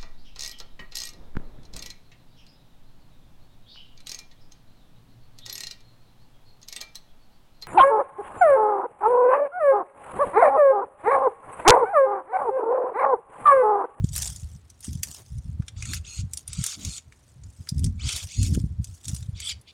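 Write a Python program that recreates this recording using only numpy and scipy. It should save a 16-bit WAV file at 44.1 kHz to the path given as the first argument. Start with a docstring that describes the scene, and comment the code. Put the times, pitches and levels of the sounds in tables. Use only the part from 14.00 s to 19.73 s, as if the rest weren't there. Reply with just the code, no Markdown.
"""Dry hillside, outdoors: brush is cut back near the microphone, over a faint hush of open air.
A hard puff bumps the microphone, dry branches rustle and twigs snap; at 1.8 s a blade begins to scrape and squeak.
After 3 s there is a lull of light rustling, then from 3.7 s stronger gusts, with two more strokes near 4 s.
The loudest stroke comes at 5.4 s and a faint touch of the blade at 5.7 s. Shaped noise makes the air, gusts, leaves,
tearing and snaps; decaying sines make the puffs, and narrow gliding noise bands make the squeaks."""
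import sys
import numpy as np
from scipy import signal
from scipy.fft import rfft, irfft, next_fast_len
from scipy.io import wavfile
from scipy.ndimage import uniform_filter1d, map_coordinates

SR = 44100
rng = np.random.default_rng(int(sys.argv[2]) if len(sys.argv) > 2 else 0)


def generate_wav(signal):
    """Clip the signal to [-1, 1] and save it as 16-bit WAV at the path in sys.argv[1]."""
    frames = np.transpose(np.atleast_2d(signal))
    scaled = np.clip(frames, -1, 1) * 32767
    pcm = np.round(scaled).astype(np.int16)
    wavfile.write(sys.argv[1], SR, pcm)


N = 252693
TIME = np.arange(N) / SR

# open air, spectrum: (frequency [Hz], relative level [dB])
AIR_SPECTRUM = [(15, -42), (25, -8.5), (59, -6.5), (89, -10), (212, -12.5), (463, -19), (3430, -31),
                (4250, -29.5), (6050, -42.5), (9570, -42.5), (16000, -49)]
AIR_DB, AIR_WAVER_DB = -62.5, 1  # typical level, slow waver

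# wind rumble at the microphone, spectrum: (frequency [Hz], relative level [dB])
RUMBLE_SPECTRUM = [(13, -55), (22, -13.5), (70, 7), (96, 4), (153, -8.5), (180, -14), (265, -22),
                   (302, -31), (335, -36), (453, -48.5), (700, -67.5), (910, -81), (1540, -120)]
# light air between gusts: (time [s], rumble level before BREEZE_TRIM_DB [dB])
BREEZE = [(0.0, -32), (0.8, -53), (1.21, -52), (1.71, -46.5), (3.05, -57.5), (3.4, -54.5), (3.94, -42),
          (4.2, -61), (4.61, -33), (4.98, -60), (5.22, -39), (5.73, -64.5)]
BREEZE_TRIM_DB = -2.5
# gusts on the microphone: (time [s], length [s], rumble level [dB],
# flutter level against the rumble, before its trim [dB])
GUSTS = [(0.0, 0.045, -23.5, -22), (0.052, 0.26, -35, -32), (0.438, 0.02, -29.5, -38),
         (0.522, 0.037, -38, -34), (0.894, 0.033, -28.5, -14), (0.95, 0.06, -36, -22),
         (1.067, 0.048, -42, -12.5), (1.323, 0.069, -31.5, -30), (1.459, 0.18, -33, -22),
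         (1.733, 0.12, -35, -31), (1.884, 0.03, -27, -11), (1.947, 0.06, -31, -43), (2.03, 0.057, -42, -24),
         (2.193, 0.075, -27, -28.5), (2.287, 0.09, -45.5, -25), (2.497, 0.049, -37.5, -30),
         (2.589, 0.026, -27, -29), (2.784, 0.066, -46, 1.5), (2.863, 0.03, -31, -20),
         (3.071, 0.021, -46.5, -23), (3.368, 0.13, -41.5, -26), (3.602, 0.014, -36, -18),
         (3.743, 0.069, -24.5, -20.5), (3.819, 0.077, -21, -13), (3.903, 0.084, -31.5, -20.5),
         (4.026, 0.046, -26.5, -21), (4.145, 0.015, -35, -41), (4.238, 0.027, -35, -35),
         (4.389, 0.13, -19, -16), (4.503, 0.083, -21, -7), (4.605, 0.059, -25, -16.5),
         (4.704, 0.06, -31.5, -23), (4.788, 0.023, -24, -32), (4.884, 0.054, -36, -26),
         (5.075, 0.04, -31, -13), (5.136, 0.132, -34.5, -35), (5.335, 0.03, -31, -32.5),
         (5.39, 0.035, -41, -30), (5.515, 0.079, -44, -27)]
GUST_RISE_DB_PER_S, GUST_FALL_DB_PER_S = 756, 623
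# single hard puffs: (time [s], relative level [dB], nominal pitch [Hz])
PUFFS = [(0.036, -10, 123), (0.422, -25, 95), (0.875, -24.5, 200), (0.949, -21, 119), (1.487, -23.5, 112),
         (1.593, -16, 114), (2.232, -22, 112), (2.584, -18, 115), (2.607, -20, 102), (3.716, -18.5, 128),
         (4.518, -13, 111.7), (4.567, -11, 185), (4.634, -16, 140), (4.792, -18, 106), (5.127, -19, 113),
         (5.284, -20, 100)]

# soft scuffs in the dry grass: (time [s], length [s], level [dB])
SCUFFS = [(1.051, 0.078, -56.5), (1.162, 0.072, -52), (2.762, 0.16, -55.5), (3.607, 0.15, -70),
          (4.095, 0.127, -54)]

# dry leaves, spectrum: (frequency [Hz], relative level [dB])
LEAVES_SPECTRUM = [(240, -51), (400, -18), (687, -12), (979, -14), (1130, -17), (1820, -10), (2290, -15.5),
                   (3210, -6), (4110, -7.5), (6340, 0.5), (7990, -2), (11400, -11.5), (16000, -20)]
# ringing of dry twigs: (frequency [Hz], width [Hz], relative level [dB])
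TWIG_MODES = [(2880, 69, -13), (5300, 160, -6), (6450, 100, -14.5), (7900, 67, -14), (8200, 96, -18),
              (9100, 700, -5.5)]
# pushes on dry branches and grass: (time [s], length [s], level [dB], swell over the push [dB],
# settling rate [dB/s])
PUSHES = [(0.049, .07, -57.5, -5, 200), (0.141, 0.086, -29.5, 8, 153), (0.41, 0.061, -56.5, -8.5, 80),
          (0.852, 0.025, -45, -7, 107), (1.041, 0.12, -46.5, -1.5, 235), (1.258, 0.16, -64.5, -7, 54),
          (2.324, 0.08, -50.5, 8, 400), (2.71, 0.16, -55, -5, 200), (3.1, .2, -67, -1, 60),
          (3.445, 0.427, -56.5, 8.5, 300), (4.17, .13, -50, -14, 200), (4.429, 0.11, -43.5, 3, 157),
          (4.845, .19, -60, -5.5, 100), (5.045, 0.13, -47, -1, 150)]
PUSH_RISE_DB_PER_S = 603
STIR_DB = -71  # the leaves never quite come to rest

# breaking stems, spectrum: (frequency [Hz], relative level [dB])
TWIG_SPECTRUM = [(410, -87), (700, -38), (1150, -19), (1560, -9.5), (2880, -9), (3410, -9), (3940, -7.5),
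                 (4550, -7), (5190, -4), (5610, -3.5), (7010, -3.5), (7590, -4), (9480, -3), (16000, -27.5)]
# snips and breaking twigs: (time [s], relative level [dB], pitch [Hz], relative woody knock [dB],
# relative bright edge [dB])
SNAPS = [(0.0431, -29.5, 6950, -32, -38), (0.0895, -30, 6900, -36, -32), (0.162, -13, 8210, -8, -3),
         (0.179, -15.5, 7640, -12, 3), (0.2205, -14, 6150, -38, -12.5), (0.2745, -17, 9100, -34, -33),
         (0.3603, -26, 6500, -39, -16), (0.398, -36, 6640, -41, -19), (0.7014, -35, 6200, -34, -16),
         (0.8062, -33.5, 9200, -31, -9), (0.9306, -29, 6900, -38, -12), (1.0326, -10.5, 6700, -11.5, -6),
         (1.383, -40, 5970, -32, -18), (1.6223, -41, 1130, 1, -32), (1.6819, -24.5, 3530, -7.5, -32),
         (1.824, -20.5, 2550, -12, -37), (1.8546, -23.5, 6700, -9, -34), (1.9345, -16, 4440, -1, -12),
         (1.9438, -18.5, 6160, -32, -9), (2.335, -16.5, 7400, -37, -9), (2.373, -17.5, 10400, -32, -20),
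         (2.4783, -20.5, 9300, -35, -11), (2.5312, -19.5, 7600, -17, -21), (2.6399, -11.5, 7140, -11, -15),
         (2.6639, -11, 7250, -16, -10), (2.8494, -17, 6300, -35, -18), (2.979, -24.5, 6840, -31, -37),
         (3.123, -38.5, 2330, 3, -35), (3.436, -38.5, 7000, -16, -31), (3.672, -35, 1490, 0, -32),
         (3.6897, -15, 4920, -35, -14), (3.7807, -32, 5200, -18, -20), (3.7934, -29.5, 9100, -15, -17),
         (3.843, -16, 5540, -38, -18), (3.8625, -28, 6050, -11, -18), (4.0898, -15.5, 3520, -16, -34),
         (4.126, -17.5, 5230, -17, -20), (4.1627, -16, 3440, -19, -14), (4.2357, -29, 6850, -33, -12),
         (4.4295, -16, 7600, -15.5, -16), (4.8436, -25, 6000, -27, -19), (4.948, -42, 5920, -25, -2),
         (5.0543, -26, 6640, -20, -32), (5.0819, -18, 8000, -26, -19), (5.0922, -23.5, 6640, -17, -26.5),
         (5.1472, -24, 9000, -38, -11), (5.164, -25.5, 9150, -17, -38), (5.227, -35, 3880, -9, -38),
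         (5.402, -22, 7050, -9.5, -15), (5.6136, -43, 10710, -32, -8)]

# blade tearing through stems, spectrum: (frequency [Hz], relative level [dB])
SCRAPE_SPECTRUM = [(240, -60), (400, -20.5), (607, -23.5), (789, -18), (964, -19), (1350, -6.5),
                   (1790, -14.5), (2180, -4), (2550, -4.5), (3420, -1.5), (5110, -2.5), (6850, 3.5),
                   (10500, -13), (11200, -19), (16000, -35)]
# ringing of the steel blade: (frequency [Hz], relative level [dB])
BLADE_MODES = [(2998, -62), (3499, -68.5), (3898, -58), (4258, -63), (4705, -53), (5152, -63), (5469, -60),
               (7058, -63), (8091, -56), (9216, -63)]
# rough side tones of the squeak: (multiple of the pitch [ratio], width [Hz], relative level [dB])
SIDE_TONES = [(.63, 500, -7), (.82, 550, -13), (1.12, 450, -12), (1.54, 448, -10.5), (1.68, 542, -23.5),
              (1.96, 777, -9.5)]
# blade strokes: (time [s], length [s], time to the deepest bite [s], relative level there [dB],
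# swell before it [dB], sag after it [dB], woody body [dB], hiss at full speed [dB],
# bright edge at full speed and depth [dB], run-up [s], squeak at full speed [Hz],
# clearest squeak after the start [s], main tone at its clearest [dB], upper tone at its flare [dB])
STROKES = [(1.768, .21, 0.15, -43.5, 13.5, 2, -13, 2.5, -9, .02, 4270, 0.14, -7, -11),
           (2.049, 0.16, 0.042, -47.5, 3.5, -1.5, -19.5, 3.5, -13.5, .03, 4260, 0.087, -1, -1.5),
           (2.481, 0.27, 0.18, -41.5, 13.5, 0.5, -13.5, 4, -6.5, .14, 5450, 0.2, -14, -8.5),
           (2.793, .19, 0.084, -45, 7, -0.5, -19.5, 3, -9.5, .03, 4300, 0.13, -5, -14),
           (3.999, 0.24, 0.1, -33.5, 13, 12, -16.5, -1.5, -12.5, .085, 5480, 0.014, 0, -12),
           (4.29, 0.19, 0.17, -42.5, 6, 4, -31, 3.5, -7, .05, 4300, 0.11, -1, -9),
           (5.355, .167, 0.14, -30.5, 22.5, 3.5, -26, -4.5, -10.5, .085, 5250, 0.17, -7, -1),
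           (5.674, 0.038, 0.011, -49.5, 5, 5, -42, -19, -24, .01, 3580, 0.017, -10, -25)]
STROKE_RISE_DB_PER_S, STROKE_STOP_DB_PER_S = 1300, 1111
BLADE_RING_DB, BLADE_RING_DB_PER_S = -19.5, 230  # lingering ring: level against the stroke, decay
START_SPEED, END_SPEED = .42, 0.57  # shares of full speed
BRAKE_S, BRAKE_FROM_HZ = .055, 4800  # slowing time; only strokes squeaking above this are braked
HISS_DB_PER_SPEED, EDGE_DB_PER_SPEED = 12, 25  # brightening per unit share of full speed
EDGE_OPENS_DB = 15  # a deeper bite is brighter
SQUEAK_S, SQUEAK_FADE_DB = 0.055, 15.5  # how long the squeak stays clear, how far it then sinks
# the upper squeak flares just after full speed: delay, duration, and how far it then sinks
UPPER_AFTER_S, UPPER_S, UPPER_FADE_DB = 0.0045, 0.055, 11.5
SIDE_TONES_DB = -1

TOP_HZ = 16100  # band limit of the recorder


def amp(db):
    """Decibels to gain."""
    return 10 ** (np.asarray(db) / 20)


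def unit(x):
    """Scale to rms 1."""
    return x / np.sqrt(np.mean(x ** 2) + 1e-20)


def gain(points, hz):
    """Gain of (Hz, dB) points on a log frequency axis."""
    f, db = np.transpose(points)
    return amp(np.interp(np.log(hz + 1), np.log(f + 1), db))


def wobble(rate):
    """A smooth random curve, rate knots a second."""
    knots = rng.standard_normal(int(N * rate / SR) + 4)
    return map_coordinates(knots, [np.arange(N) * rate / SR])


def filtered(x, response):
    """x times a response of frequency."""
    m = next_fast_len(len(x) + 4096)
    return irfft(rfft(x, m) * response(np.fft.rfftfreq(m, 1 / SR)), m)[:len(x)]


def coloured(x, spectrum):
    """x with a spectrum, at rms 1."""
    return unit(filtered(x, lambda hz: gain(spectrum, hz)))


def add(track, s, x):
    """Mix x into the track at time s."""
    i = int(np.clip(round(s * SR), 0, N))
    track[i:i + len(x)] += x[:N - i]


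def steady(x):
    """Even out the slow swells of x and keep its fine grain."""
    return x / np.sqrt(np.abs(uniform_filter1d(x ** 2, size=1300)) + 1e-9)


def plateau(s, length, rise_db_per_s, fall_db_per_s):
    """Envelope that rises to 1 at s, holds for length and dies away."""
    before = np.minimum(TIME - s, 0)
    after = np.maximum(TIME - s - length, 0)
    return amp(rise_db_per_s * before - fall_db_per_s * after)


def crackle(rate, spread_db, decay_s, hiss, count=16000):
    """Tiny fibre breaks of uneven size, each a short burst, over smooth friction hiss."""
    wait, size = rng.exponential(size=(2, count))
    start = (np.cumsum(wait) / rate * SR).astype(int)
    breaks = np.bincount(start, amp(spread_db * np.minimum(size, 4)) ** 2, N)[:N]
    energy = signal.lfilter([1], [1, -amp(-120 / (decay_s * SR))], breaks)  # falls 60 dB in decay_s
    return unit(np.sqrt(energy / energy.mean() + hiss ** 2) * rng.standard_normal(N))


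def patchy(x, depth_db, size=256):
    """Each leaf and fibre has its own pitch: short, narrow patches of random gain."""
    z = signal.stft(x, nperseg=size)[2]
    field = uniform_filter1d(rng.standard_normal(z.shape), size=3, axis=0)
    field = uniform_filter1d(field, size=5, axis=1)
    patches = amp(depth_db * np.clip(unit(field), -2, 2))
    return unit(signal.istft(z * patches, nperseg=size)[1][:N])


def air():
    """The nearly steady hush of the open hillside, as shaped noise."""
    return amp(AIR_DB + AIR_WAVER_DB * wobble(2.91)) * coloured(rng.standard_normal(N), AIR_SPECTRUM)


def hillside(x, ground=0.17, wet_db=-21, t60=0.15):
    """The ground returns a close copy that ripples the spectrum; rocks and bushes scatter a short tail."""
    lag = .000854  # seconds
    echo = lambda hz: 1 + ground * np.exp(-2j * np.pi * hz * lag)
    x = filtered(x, echo) / np.hypot(1, ground)
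    t = np.arange(SR // 2) / SR
    tail = filtered(rng.standard_normal(len(t)), lambda hz: 1 / (1 + (hz / 7000) ** 2))
    tail = tail * amp(-60 * t / t60) * (t > .004)
    return x + amp(wet_db) * signal.fftconvolve(x, tail / np.linalg.norm(tail))[:N]


def wind(dip=0.18, lumpy_db=3.0, flutter_trim_db=-2):
    """Eddies buffet the microphone with a deep rumble and a quicker flutter; a hard puff sweeps them aside."""
    deep = amp(np.interp(TIME, *np.transpose(BREEZE)) + BREEZE_TRIM_DB)
    quick = np.zeros(N)
    for s, length, db, flutter_db in GUSTS:
        gust = amp(db) * plateau(s, length, GUST_RISE_DB_PER_S, GUST_FALL_DB_PER_S)
        deep = np.maximum(deep, gust)
        quick = np.maximum(quick, gust * amp(flutter_db + flutter_trim_db))
    eddies = coloured(rng.standard_normal(N), RUMBLE_SPECTRUM)
    rumble = filtered(eddies, lambda hz: 1 / (1 + (hz / 200) ** 10))
    flutter = eddies - rumble
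    swept = np.max([np.exp(-((TIME - s - .01) / 0.049) ** 2) for s, _, _ in PUFFS], axis=0)
    lumps = unit(amp(lumpy_db * np.clip(wobble(32), -2, 1.2)))
    return lumps * (1 - dip * swept) * (deep * steady(rumble) + quick * steady(flutter))


def bumps(sharpness=2.5):
    """A hard puff swings the diaphragm back and forth once or twice; the harder it is, the sharper it knocks."""
    out = np.zeros(N)
    t = np.arange(SR // 16) / SR - .009
    onset = np.clip((t - t[0]) / 0.0054, 0, 1)
    for s, db, hz in PUFFS:
        swing = np.sin(2 * np.pi * hz * 1.007 * t) * np.exp(-np.abs(t) * hz * 3.0) * onset
        reach_hz = sharpness * hz * amp(.5 * (db + 18.5))
        knock = filtered(swing, lambda f: 1 / (1 + (f / reach_hz) ** 6))
        add(out, s, -amp(db + 5.5) * knock)
    return out


def scuffs():
    """Dull, short shuffles on the ground, as swells of low noise."""
    out = np.zeros(N)
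    earth = coloured(rng.standard_normal(N), [(80, -44), (250, 3), (600, 2), (1200, -7.0), (3000, -14)])
    for s, length, db in SCUFFS:
        out += amp(db) * np.sin(np.pi * np.clip((TIME - s) / length, 0, 1)) * earth
    return out


def twig_ring(hz, ring=1.6):
    """Dry twigs add their resonances to the rustle."""
    return 1 + ring * sum(amp(db) / (1 + 2j * (hz - centre) / width) for centre, width, db in TWIG_MODES)


def rustle(ticks_db=-5):
    """Each push makes dry leaves crackle in clumps, tick and set the twigs ringing; then the branch settles."""
    level = np.full(N, amp(STIR_DB))
    for s, length, db, swell_db, settle_db_per_s in PUSHES:
        swell = amp(db + swell_db * np.clip((TIME - s) / length - 1, -1, 0))
        push = swell * plateau(s, length, PUSH_RISE_DB_PER_S, settle_db_per_s)
        level = np.maximum(level, push)
    grains = crackle(rate=700, spread_db=4, decay_s=0.021, hiss=0.43) * amp(1.9 * wobble(60))
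    ticks = crackle(rate=55, spread_db=4.5, decay_s=0.017, hiss=0)
    leaves = patchy(grains + amp(ticks_db) * ticks, depth_db=4.8)
    return level * coloured(filtered(leaves, twig_ring), LEAVES_SPECTRUM)


def snaps(crack_s=0.033, tail_s=0.12, tail_db=-23, lead_in_db=-19, ring_db=7, ring_width_hz=400):
    """A faint rush of noise swells for 12 ms into a sharp crack, which rings briefly at its pitch and shivers out."""
    out, lead = np.zeros(N), .012  # seconds of soft lead-in before the crack
    t = np.arange(SR // 8) / SR - lead
    lead_in = amp(lead_in_db - 60 * np.abs(t) / 0.025)
    release = amp(-60 * t / crack_s) + amp(tail_db - 60 * t / tail_s)
    fade = np.where(t < 0, lead_in, release)
    grain_hz = np.arange(0, SR / 2, 350)
    for s, db, pitch, knock_db, edge_db in SNAPS:
        knock = np.clip(knock_db + 12.5, -12, 12)
        edge = np.clip(edge_db + 17.0, -12, 12)
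        tilt = [(1800, knock), (4000, 0), (8500, 0), (12000, edge)]
        # every stem has its own uneven set of resonances
        grain = np.c_[grain_hz, 3 * rng.standard_normal(len(grain_hz))]

        def stem(hz):
            """Colour of this stem, with a peak at its pitch."""
            peak = 1 + amp(ring_db) / (1 + ((hz - pitch) / ring_width_hz) ** 2)
            return gain(TWIG_SPECTRUM, hz) * gain(tilt, hz) * peak * gain(grain, hz)

        crack = filtered(rng.standard_normal(len(t)) * fade, stem)
        add(out, s - lead, amp(db - 25) * unit(crack))
    return out


def blade_speed(t, length, run_up, top_hz):
    """Share of full speed: the blade gathers pace, and the fast strokes are braked before they end."""
    gather = START_SPEED + (1 - START_SPEED) * np.sin(np.pi / 2 * np.clip(t / run_up, 0, 1))
    brake = (1 - END_SPEED) * np.clip((t - length) / BRAKE_S + 1, 0, 1) ** 2
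    return gather * (1 - brake * (top_hz > BRAKE_FROM_HZ))


def blade_ring(hz, ring=1.03, width_hz=45):
    """The narrow resonances of the blade colour whatever it tears."""
    centres, db = np.transpose(BLADE_MODES)
    gains = amp(db - db.max())
    return 1 + ring * sum(g / (1 + 2j * (hz - centre) / width_hz) for centre, g in zip(centres, gains))


def squeak(hz, tone_db, upper_db, upper_ratio=1.54, stray=.035, flicker_db=4.5, width_hz=190):
    """Friction tones and side tones glide with the blade's speed and flicker as its grip changes."""

    def line(pitch, width):
        """Narrow noise of rms 1 around a moving pitch."""
        turn = 2 * np.pi * np.cumsum(pitch) / SR
        return unit(wobble(width) * np.cos(turn) + wobble(width) * np.sin(turn))

    def tone(pitch):
        """A clear, slightly unsteady line."""
        wavering = pitch * (1 + 0.0051 * wobble(50))
        return unit(steady(line(wavering, width_hz)) * amp(2.3 * wobble(60)))

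    sides = np.zeros(N)
    for ratio, width, db in SIDE_TONES:
        flicker = amp(db + flicker_db * wobble(40))
        sides += flicker * line(ratio * hz * (1 + stray * wobble(35)), width)
    # the side tones fade with the main one, half as fast
    sides_db = SIDE_TONES_DB + .5 * np.minimum(tone_db, 0)
    return amp(tone_db) * tone(hz) + amp(upper_db) * tone(upper_ratio * hz) + amp(sides_db) * sides


def strokes(lead_s=.025):
    """The blade tears fibres and squeaks, louder as it bites deeper and brighter as it runs faster, then rings out."""
    rows = np.array(STROKES)
    # each stroke's settings take over lead_s before it starts
    current = np.maximum(np.searchsorted(rows[:, 0] - lead_s, TIME) - 1, 0)
    (s, length, bite, db, swell_db, sag_db, body_db, hiss_db, edge_db,
     run_up, top_hz, clear_s, tone_db, upper_db) = rows[current].T
    t = TIME - s
    speed = blade_speed(t, length, run_up, top_hz)
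    shallow = np.clip(1 - t / bite, 0, 1)
    spent = np.clip((t - bite) / np.maximum(length - bite, .005), 0, 1)
    cut = plateau(s, length, STROKE_RISE_DB_PER_S, STROKE_STOP_DB_PER_S)
    ring = amp(BLADE_RING_DB) * plateau(s, length, STROKE_RISE_DB_PER_S, BLADE_RING_DB_PER_S)
    gate = np.maximum(cut, ring)

    fade_db = SQUEAK_FADE_DB * (np.exp(-((t - clear_s) / SQUEAK_S) ** 2) - 1)
    flare_db = UPPER_FADE_DB * (np.exp(-((t - run_up - UPPER_AFTER_S) / UPPER_S) ** 2) - 1)
    tearing = patchy(crackle(rate=1000, spread_db=3.5, decay_s=0.0039, hiss=0.99), depth_db=4.5)
    drive = tearing + squeak(top_hz * speed, tone_db + fade_db, upper_db + flare_db)
    rasp = coloured(filtered(drive, blade_ring), SCRAPE_SPECTRUM)

    # split into four bands, each levelled before it follows the stroke
    below = [filtered(rasp, lambda hz: 1 / (1 + (hz / edge_hz) ** 20)) for edge_hz in (1850, 5300, 9200)]
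    bands = np.diff([np.zeros(N), *below, rasp], axis=0)
    body, core, hiss, edge = (steady(band) for band in bands)
    body = body * amp(body_db)
    hiss = hiss * amp(hiss_db + HISS_DB_PER_SPEED * (speed - 1))
    edge = edge * amp(edge_db + EDGE_DB_PER_SPEED * (speed - 1) - EDGE_OPENS_DB * shallow)
    level = amp(db - swell_db * shallow - sag_db * spent)
    return gate * level * (core + body + hiss + edge)


def scene():
    """The work in the brush, with wind and air at the microphone."""
    work = scuffs() + rustle() + snaps() + strokes()
    return (air() + wind() + bumps() + hillside(work))[None]


def record(dry, low_cut_hz=50):
    """The recorder thins the deepest rumble and keeps nothing above its band limit."""
    band = lambda hz: (hz < TOP_HZ) * hz ** 2 / np.hypot(hz ** 2, low_cut_hz ** 2)
    return np.array([filtered(channel, band) for channel in dry])


dry = scene()
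out = record(dry)
generate_wav(out)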